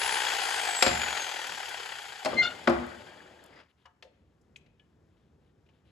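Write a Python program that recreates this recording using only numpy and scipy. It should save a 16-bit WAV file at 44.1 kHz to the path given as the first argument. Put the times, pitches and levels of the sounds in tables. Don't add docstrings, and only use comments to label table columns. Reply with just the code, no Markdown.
import sys
import numpy as np
from scipy import signal
from scipy.fft import rfft, irfft
from scipy.io import wavfile
from scipy.ndimage import uniform_filter1d

SR = 44100
rng = np.random.default_rng(int(sys.argv[2]) if len(sys.argv) > 2 else 0)


def store_pcm(level_fs):
    pcm = np.round(np.clip(level_fs, -1, 1) * 32767).astype(np.int16)
    wavfile.write(sys.argv[1], SR, np.atleast_2d(pcm).T)


N = 260618
TIME = np.arange(N) / SR

# frequency in Hz, relative density in dB per Hz.
RATTLE_COLOUR = [(200, -35.5), (300, -22), (380, -9.5), (460, -5.5), (640, -14.5), (760, 2), (900, -0.5),
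                 (1180, -9), (1450, -3), (2100, -3), (2650, -4.5), (3300, -4), (3900, -12.5), (4700, -11),
                 (5600, -23), (7200, -44.5)]
# frequency in Hz, width in Hz, lift in dB.
HOUSING_PEAKS = [(816, 140, 3.5), (1470, 290, 4), (1650, 70, 2.5), (1900, 130, 4), (2360, 70, 4),
                 (3000, 120, 4), (3140, 70, -4), (3300, 170, 5.5)]
# start in seconds, length in seconds, drone in dB, added rattle in dB.
GRAZES = [(0.94, 0.35, -64, -48.5), (1.439, 0.17, -59.5, -87), (2.266, 0.24, -44, -52),
          (3.05, 0.1, -63, -64)]
# frequency in Hz, relative level in dB, t60 in seconds.
BEAM_MODES = [(380, -8.5, .28), (537, 1, .22), (717, -1, 0.23), (888, -3, .24), (1035, -8, 0.084),
              (1088, -11.5, 0.13), (1270, -15, .16), (1640, -15.5, .16), (1725, -16.5, .16),
              (2300, -21.5, .11), (2927, -15.5, .09)]
# frequency in Hz, lead of the left in radians.
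PORT_LEAD = [(80, .1), (250, .45), (650, .75), (1400, .6), (2900, .85), (3800, .2), (4800, .25),
             (5600, -.3), (6100, .3), (7200, -.2), (8000, -1.6), (9000, -3.2), (10200, -5.2), (11500, -6.3),
             (13000, -9.3)]
# frequency in Hz, left minus right in dB.
PORT_BALANCE = [(140, -1), (300, 2.5), (600, 4), (1300, 5), (2100, 5), (3100, 7.5), (4200, 6.5), (5400, 12),
                (6400, 3), (7200, .5), (12000, 0)]


def planer():
    # time in seconds, pitch in Hz.
    speed_curve = [(0, 10190), (.3, 9200), (.6, 8248), (.9, 7320), (1.0, 7070), (1.4, 5982), (1.8, 5146),
                   (2.15, 4300), (3.0, 2524), (3.62, 477.7)]
    whine_per_turn = 152.4
    stop_s, stop_fade_db_per_s = 3.6, 253
    slap_softens = .8
    pitch = np.interp(TIME, *np.transpose(speed_curve))
    slowed = (1 - pitch / pitch[0]) ** 2
    belt_hz = pitch / whine_per_turn
    slap = chatter(belt_hz, decay=.045, uneven_db=2, steady=.55)
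    slap = slap ** (1 - slap_softens * slowed)
    shake = amp(-32 - 38 * slowed)
    tool = rattle(slap, slowed, shake) + grating(stop_s) + fan_hiss(slap, slowed) + drone(slap, slowed)
    tool += hums(belt_hz, slap, shake * (pitch / pitch[0]) ** 2.8)
    tool += whine(pitch, slowed)
    turning = amp(-stop_fade_db_per_s * np.maximum(TIME - stop_s, 0))
    return turning * tool + judders()


def chatter(belt_hz, decay, uneven_db, steady):
    limp_db = .4
    turns = np.floor(np.cumsum(belt_hz) / SR)
    force = amp(uneven_db * rng.uniform(-0.76, 1, N) + limp_db * (-1) ** turns)
    slaps = np.diff(turns, prepend=0) * force
    envelope = steady + signal.oaconvolve(slaps, dying(decay, .0012, size=SR // 4))[:N]
    return envelope / np.sqrt(uniform_filter1d(envelope ** 2, SR // 4))


def rattle(slap, slowed, shake):
    blur_db = -2
    blur = amp(blur_db) * mottled(noise(RATTLE_COLOUR, size=N, peaks=HOUSING_PEAKS)) * slap
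    grazing = sum(arch(s, length) * amp(db) for s, length, _, db in GRAZES)
    sound = (blur + clatter(slap) * amp(-4 * slowed)) * (shake + grazing)
    return signal.sosfilt(signal.butter(4, 320, "highpass", fs=SR, output="sos"), sound)


def mottled(x):
    depth_db, smooth_hz, smooth_s = 2.5, 220, .044
    hz, t, z = signal.stft(x, SR, nperseg=1024, noverlap=768)
    along_t = np.fft.fftfreq(len(t), t[1])[:, None]
    along_hz = np.fft.fftfreq(len(hz), hz[1])
    smooth = np.exp(-(along_t * smooth_s) ** 2 - (along_hz * smooth_hz) ** 2)
    grain = np.fft.fft2(rng.standard_normal(smooth.shape))
    patches = unit(np.fft.ifft2(grain * smooth).real).T
    return signal.istft(z * unit(amp(depth_db * patches)), SR, nperseg=1024, noverlap=768)[1][:, :N]


def clatter(slap, count=12):
    # start in seconds, dB against the rattle.
    hard_slaps = [(.168, 5.5), (.266, -1), (.331, 4), (.416, 4), (.51, 5), (.595, 3), (.652, 3), (.687, 6),
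                  (1.033, 10), (1.078, 3.5), (1.168, 5.5), (1.36, 7), (1.623, 1), (1.681, 2), (1.743, 10),
                  (1.798, 9), (1.857, 7.5), (1.919, 9), (2.123, 3)]
    clicks_per_s = 700
    clicks_db, spread_db = -3, 3.5
    out = np.zeros((2, N))
    for _ in range(count):
        hit = rng.random(N) < clicks_per_s / count / SR * slap ** 3
        sizes = amp(spread_db * np.minimum(rng.exponential(1, N), 2))
        out += signal.oaconvolve((hit * sizes)[None], clack(t60=.012), axes=1)[:, :N]
    out *= amp(clicks_db) / np.std(out.mean(0))
    for s, db in hard_slaps:
        add(out, s, amp(db) * clack(t60=0.045))
    return out


def clack(t60):
    return noise(RATTLE_COLOUR, size=4096, peaks=HOUSING_PEAKS) * dying(t60, 0.00043, size=4096)


def fan_hiss(slap, slowed):
    # frequency in Hz, relative density in dB per Hz.
    hiss_colour = [(2500, -29.5), (4000, -2.5), (4900, -1), (5600, -9), (6500, -1.5), (7800, -1),
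                   (9000, -13.5), (10500, -6.5), (12200, -15), (13000, -18), (16000, -31)]
    level_db, fall_db = -38.5, 45.5
    return noise(hiss_colour, size=N) * slap ** 0.6 * amp(level_db - fall_db * slowed + 1.3 * wander(600))


def whine(pitch, slowed):
    # frequency in Hz, width in Hz, lift in dB.
    whine_peaks = [(8400, 250, 2), (9200, 480, -11.5), (7563, 490, 13.5), (6973, 170, 10), (6470, 200, 9)]
    level_db, fall_db = -36.5, 104.5
    sound = tone(np.cumsum(pitch * (1 + 0.0055 * wander(300))) / SR, pitch)
    return sound * amp(level_db - fall_db * slowed + bumps(whine_peaks, pitch) + 1.7 * wander(30))


def hums(belt_hz, slap, level):
    # multiple of the belt's turn, relative level in dB, waver as a share of the pitch.
    hum_rows = [(1.12, -29, .068), (6.002, -25.5, 0.013), (7.4, -25.5, 0.014), (8.49, -20.5, 0.011),
                (12.68, -21.5, 0.007), (13.8, -6, .005), (15.24, -16, 0.0078), (17.7, -21, 0.008),
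                (23.96, -18, .006), (46.2, -17.5, 0.0026), (57, -23, .002), (77, -24, .002),
                (88, -24, 0.0018)]
    out = np.zeros((2, N))
    for multiple, db, waver in hum_rows:
        turns = multiple * np.cumsum(belt_hz * (1 + waver * wander(34))) / SR
        out += amp(db) * tone(turns, multiple * belt_hz)
    return out * level * slap


def drone(slap, slowed):
    # frequency in Hz, relative density in dB per Hz.
    drone_colour = [(30, -27.5), (70, -3), (130, -4.5), (240, -3.5), (345, -4), (420, -4), (550, -2),
                    (800, -8), (1400, -24)]
    # frequency in Hz, width in Hz, lift in dB.
    table_peaks = [(365, 34, 6), (600, 70, 4), (883, 40, 10.5), (1250, 300, 10.5), (1620, 160, 19.5)]
    level_db, fall_db = -61, 37
    laid_s, table_db, table_fade_db_per_s = 2.26, -47, 9.5
    grazing = sum(arch(s, length) * amp(db) for s, length, db, _ in GRAZES)
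    body = noise(drone_colour, size=N) * (amp(level_db - fall_db * slowed) + grazing)
    on_table = (TIME > laid_s) * amp(table_db - table_fade_db_per_s * (TIME - laid_s))
    table = noise(drone_colour, size=N, peaks=table_peaks) * on_table * amp(1.5 * wander(25))
    return (body + table) * slap ** .5


def grating(stop_s):
    # frequency in Hz, width in Hz, lift in dB.
    drag_peaks = [(2100, 600, 1), (4914, 290, 15)]
    level_db, rise_db_per_s = -57, 101.5
    drag = amp(level_db - rise_db_per_s * np.maximum(stop_s - TIME, 0))
    return noise(hump(centre_hz=1490, width=0.87), size=N, peaks=drag_peaks) * drag * amp(1.6 * wander(150))


def judders():
    # start in seconds, level in dB, centre in Hz.
    judder_rows = [(2.775, -54, 1700), (2.840, -38, 1630), (2.914, -39.5, 1620), (2.940, -44.5, 1540),
                   (3.079, -44, 1600), (3.126, -48, 1620), (3.182, -49, 1650), (3.202, -49, 1620),
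                   (3.260, -46, 1560), (3.274, -55, 1700), (3.388, -52, 1670), (3.526, -49, 2000),
                   (3.565, -53, 2000)]
    out = np.zeros((2, N))
    for s, db, centre_hz in judder_rows:
        add(out, s, amp(db) * burst(hump(centre_hz, width=0.13), t60=0.059, rise=0.0032))
    return out


def ticks():
    # start in seconds, level in dB.
    tick_rows = [(1.47, -34.5), (1.69, -35), (2.029, -44), (2.737, -57), (2.864, -48), (3.025, -68),
                 (3.169, -69), (3.438, -49), (3.46, -52)]
    out = np.zeros((2, N))
    for s, db in tick_rows:
        add(out, s, amp(db) * burst(hump(centre_hz=8840, width=0.54), t60=0.02, rise=0.0022))
    return out


def blows():
    # start in seconds, then crack, body, planer ringing,
    # table ringing, beam ringing and low thud in dB, then crack tilt and ringing tilt in dB per octave.
    blow_rows = [(.8225, -20.5, -36.5, -60, -89, -46.5, -63.5, 2.5, 2),
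                 (.8245, -12.5, -29.5, -40, -42, -25, -48, 1, -0.5),
                 (.8636, -17.5, -29, -47, -31, -28.5, -36, -1.5, -4.5),
                 (.879, -24, -36, -64, -37, -42, -34, -0.5, -4),
                 (2.248, -31, -37.5, -46.5, -61, -92, -70.5, 3, 3),
                 (2.2575, -26.5, -28, -30, -46, -89.5, -64, -2, -0.5),
                 (2.326, -51, -37.5, -45, -38.5, -90, -63.5, -8.5, 2),
                 (2.673, -20.5, -30.5, -60.5, -59, -89, -52, -7, -1),
                 (2.675, -17, -20.5, -42.5, -21, -90.5, -43, -7.5, -.5),
                 (2.6954, -35.5, -28, -61, -28.5, -90, -40, 0.5, -2),
                 (2.724, -41, -33.5, -60, -36.5, -90, -44, -8.5, -4.5),
                 (2.745, -52, -39, -60, -46, -90, -43, -10, -11),
                 (2.808, -58, -45, -60, -49, -90, -44, -7, -8)]
    # frequency in Hz, relative density in dB per Hz.
    crack_colour = [(300, -15), (800, -3.5), (1400, -1.5), (2200, -1.5), (3600, -7), (5000, -5),
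                    (6000, -15.5), (8000, -12), (12000, -25.5), (16000, -37.5)]
    body_colour = [(100, -24), (190, -7.5), (240, -0.5), (290, -4), (345, -1.5), (430, -7), (560, 4),
                   (740, .5), (950, -4.5), (1200, -3), (1600, -13), (2600, -27.5), (5000, -35)]
    thud_colour = [(25, -42.5), (48, -19), (70, -2), (110, -11.5), (200, -9), (400, -27.5)]
    # frequency in Hz, relative level in dB, t60 in seconds.
    shell_modes = [(285, -12.5, .3), (493, -4.5, .17), (621, 0.5, 0.29), (810, -1, .28), (1207, -5, .09),
                   (1480, -16, 0.16)]
    table_modes = [(161, -14, 0.26), (219, -8.5, 0.19), (242, 0.5, .22), (345.3, 0, .26), (395, -12.5, .3),
                   (458, -11, 0.37), (537, -1, 0.23), (598, -3.5, 0.19), (732, -7.5, .17), (838, -8.5, .26),
                   (1036, -9.5, .19), (1142, -11.5, 0.16), (1201, -13, 0.22), (1443, -19.5, 0.19),
                   (1580, -15.5, .16), (2030, -20, .15)]
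    out = np.zeros((2, N))
    for s, crack_db, body_db, shell_db, table_db, beam_db, thud_db, tilt, ring_tilt in blow_rows:
        tilted = [(f, db + tilt * np.log2(f)) for f, db in crack_colour]
        add(out, s, amp(crack_db) * burst(tilted, t60=0.055, rise=0.00043))
        add(out, s, amp(body_db) * burst(body_colour, t60=0.15, rise=0.00086))
        add(out, s, amp(thud_db) * burst(thud_colour, t60=0.35, rise=.004))
        for modes, db in (shell_modes, shell_db), (table_modes, table_db), (BEAM_MODES, beam_db):
            add(out, s, amp(db) * ring(modes, ring_tilt))
    return out


def squeak():
    # relative level in dB, hold in seconds.
    whistle_partials = [(1, 0.015), (-10.5, .001), (-33.5, .006)]
    rasp_partials = [(-12, 0.028), (0.5, 0.044), (-8, .03), (-5, .034), (-6.5, .032), (-4.5, 0.016),
                     (-15, 0.0084), (-21.5, .02), (-28, .015), (-22, .02)]
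    whistle = squeal(whistle_partials, s=2.399, hz=2088, db=-17, rise=.02, t60=.08, jitter=.0015, flutter_db=.5)
    rasp = squeal(rasp_partials, s=2.434, hz=717, db=-31.0, rise=0.013, t60=.16, jitter=.02, flutter_db=4.5)
    return whistle + rasp


def squeal(partials, s, hz, db, rise, t60, jitter, flutter_db):
    out, on = np.zeros((2, N)), abs(TIME - s) < .25
    t = TIME[on] - s
    turns = np.cumsum(hz * (1 + jitter * wander(300, size=SR)[:len(t)])) / SR
    for k, (part_db, hold) in enumerate(partials, 1):
        swell = (np.minimum(t, 0) / rise) ** 2
        fall = np.log(1000) * np.maximum(t - hold, 0) / t60
        level = amp(db + part_db + flutter_db * wander(120, size=SR)[:len(t)])
        out[:, on] += level * np.exp(-swell - fall) * tone(k * turns, k * hz)
    return out


def snaps():
    # start in seconds, level in dB, centre in Hz, width in octaves, t60 in seconds,
    # ringing of the beam in dB, its tilt in dB per octave.
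    snap_rows = [(3.853, -54, 1060, 0.29, 0.15, -70, 9.5), (3.856, -50.5, 2100, 1.2, 0.043, -85, 11.5),
                 (4.0244, -39, 2300, .73, 0.034, -56.5, -1.5), (4.029, -62, 2590, 1.2, 0.18, -79, -9),
                 (4.034, -55, 528, 0.17, 0.28, -90, 0), (4.412, -73, 7480, .52, .054, -100, -1),
                 (4.5592, -39.5, 2410, .17, 0.029, -90, 1), (4.560, -38.5, 3470, 0.18, 0.015, -100, 0),
                 (4.562, -56.5, 6960, 0.25, 0.056, -100, 0), (4.661, -60.5, 2384, 0.65, .045, -88, 3),
                 (4.795, -57.5, 2850, 0.15, .04, -94.5, -1), (5.662, -66, 2690, 0.27, 0.05, -88, 6),
                 (5.688, -62, 2620, .34, .06, -84, 8)]
    out = np.zeros((2, N))
    for s, db, centre_hz, width, t60, beam_db, tilt in snap_rows:
        add(out, s, amp(db) * burst(hump(centre_hz, width), t60, rise=0.0023))
        add(out, s, amp(beam_db) * ring(BEAM_MODES, tilt))
    return out


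def twangs():
    # start in seconds, level in dB.
    twang_rows = [(4.561, -65), (4.796, -56.5)]
    # frequency in Hz, relative level in dB, t60 in seconds.
    splinter_modes = [(1710, -12, .13), (2300, -5, .045), (2490, -4, .04), (2980, 1.5, 0.048),
                      (3300, -4, .04)]
    out = np.zeros((2, N))
    for s, db in twang_rows:
        add(out, s, amp(db) * ring(splinter_modes, tilt=0))
    return out


def fingers():
    # start in seconds, length in seconds, level in dB.
    rub_rows = [(3.681, 0.044, -74), (3.757, 0.13, -76.5), (4.05, .3, -95), (5.081, 0.24, -89),
                (5.4, .13, -88), (5.7, 0.12, -84), (5.841, 0.076, -77)]
    # frequency in Hz, relative density in dB per Hz.
    rub_colour = [(900, -9), (2000, -5), (3300, -2.5), (4100, -7.5), (6000, -27), (10000, -21)]
    grip_s, grip_db = 4.05, -90.5
    rubbing = sum(arch(s, length) * amp(db) for s, length, db in rub_rows) + amp(grip_db) * (TIME > grip_s)
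    return noise(rub_colour, size=N) * rubbing * amp(2.0 * wander(120))


def terrace(x, wet_db):
    # frequency in Hz, t60 in seconds.
    tail_t60 = [(100, 0.58), (500, 0.5), (2000, 0.68), (8000, 0.28)]
    sparse = rng.random((2, SR)) < 2000 / SR
    taps = rng.standard_normal((2, SR)) * sparse * (np.arange(SR) > .012 * SR)
    hz, t, z = signal.stft(taps, SR, nperseg=256)
    z[1, hz < 200] = z[0, hz < 200]
    fade = np.exp(-np.log(1000) * t / read(tail_t60, hz)[:, None])
    tail = signal.istft(z * fade, SR, nperseg=256)[1]
    return x + amp(wet_db) * signal.fftconvolve(x, tail / np.linalg.norm(tail[0]), axes=1)[:, :N]


def outdoors():
    # frequency in Hz, relative density in dB per Hz.
    breeze_colour = [(25, -21.5), (45, -10), (75, -1), (110, -5.5), (170, -7.5), (300, -12.5), (450, -14.5),
                     (700, -25), (1200, -37.5)]
    air_colour = [(700, 2), (1000, 0), (1700, -2.5), (3000, -15), (4700, -16), (7500, -16), (10000, -22.5),
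                  (15500, -28)]
    calm_db, fresh_db, freshens_s, rise_s = -71.5, -65, 3.83, 0.49
    fresh = np.clip((TIME - freshens_s) / rise_s, 0, 1)
    breeze = noise(breeze_colour, size=N) * amp(calm_db + (fresh_db - calm_db) * fresh + 1.1 * wander(7.5))
    return breeze + noise(air_colour, size=N) * amp(-80.5 + .8 * wander(6))


def noise(colour, size, peaks=()):
    hz = np.fft.rfftfreq(size, 1 / SR)
    octaves_outside = abs(np.log2((hz + 1) / np.clip(hz + 1, colour[0][0], colour[-1][0])))
    db = read(colour, hz) - 30 * octaves_outside + bumps(peaks, hz)
    a, b = np.exp(2j * np.pi * rng.random((2, len(hz))))
    x = irfft(ports(a, b, hz) * amp(db), size)
    return x / np.std(x.mean(0))


def burst(colour, t60, rise):
    return noise(colour, size=SR) * dying(t60, rise, size=SR)


def ring(modes, tilt):
    twin_share, twin_split_hz = 0.25, 12
    t, out = np.arange(SR) / SR, np.zeros((2, SR))
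    for k, (f, db, t60) in enumerate(modes):
        pair = tone(f * t, f) + twin_share * tone((f + twin_split_hz) * t + rng.random(), f)
        level = amp(db + tilt * np.log2(f / modes[0][0]))
        out += (-1) ** k * level * pair * dying(t60, rise=.0012, size=SR)
    return out


def tone(turns, hz):
    side = amp(read(PORT_BALANCE, hz) / 2)
    left = side * np.sin(2 * np.pi * turns)
    right = np.sin(2 * np.pi * turns - read(PORT_LEAD, hz)) / side
    return np.array([left, right])


def ports(a, b, hz):
    # frequency in Hz, likeness of the ports from 0 to 1.
    port_likeness = [(80, .98), (350, .86), (700, .7), (1200, .55), (2400, .88), (4000, .8), (5600, .6),
                     (6600, .9), (9000, .9), (12000, .8)]
    same = np.clip(read(port_likeness, hz), 0, 1)
    side = amp(read(PORT_BALANCE, hz) / 2)
    right = (same * a + np.sqrt(1 - same ** 2) * b) * np.exp(-1j * read(PORT_LEAD, hz))
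    return np.array([a * side, right / side])


def dying(t60, rise, size):
    t = np.arange(size) / SR
    return (1 - np.exp(-t / rise)) * np.exp(-np.log(1000) * t / t60)


def arch(s, length):
    return np.sin(np.pi * np.clip((TIME - s) / length, 0, 1))


def wander(hz, size=N):
    keep = np.exp(-(np.fft.rfftfreq(size, 1 / SR) / hz) ** 2)
    return unit(irfft(rfft(rng.standard_normal(size)) * keep, size))


def bumps(peaks, hz):
    return sum(g / (1 + (2 * (hz - f) / w) ** 2) for f, w, g in peaks)


def hump(centre_hz, width):
    hz = np.geomspace(200, 14000, num=120)
    octaves = np.log2(hz / centre_hz)
    return np.column_stack([hz, -15 * np.log10(1 + (octaves / width) ** 2) - 3 * octaves ** 2])


def read(points, hz):
    f, value = np.transpose(points)
    return np.interp(np.log(hz + 1), np.log(f + 1), value)


def amp(db):
    return 10 ** (np.asarray(db) / 20)


def unit(x):
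    return x / np.sqrt(np.mean(x ** 2) + 1e-20)


def add(mix, s, sound):
    part = mix[..., max(round(s * SR), 0):][..., :sound.shape[-1]]
    part += sound[..., :part.shape[-1]]


def scene():
    knocks = terrace(blows(), wet_db=-10.0)
    squeaking = terrace(squeak(), wet_db=-23)
    small_sounds = terrace(ticks() + snaps() + twangs() + fingers(), wet_db=-15.5)
    return planer() + knocks + squeaking + small_sounds + outdoors()


def record(dry):
    lean = signal.sosfilt(signal.butter(3, 48, "highpass", fs=SR, output="sos"), dry)
    band_limit = signal.firwin(511, 15800, window=("kaiser", 9), fs=SR)
    return signal.oaconvolve(lean, band_limit[None], "same")


dry = scene()
out = record(dry)
store_pcm(out)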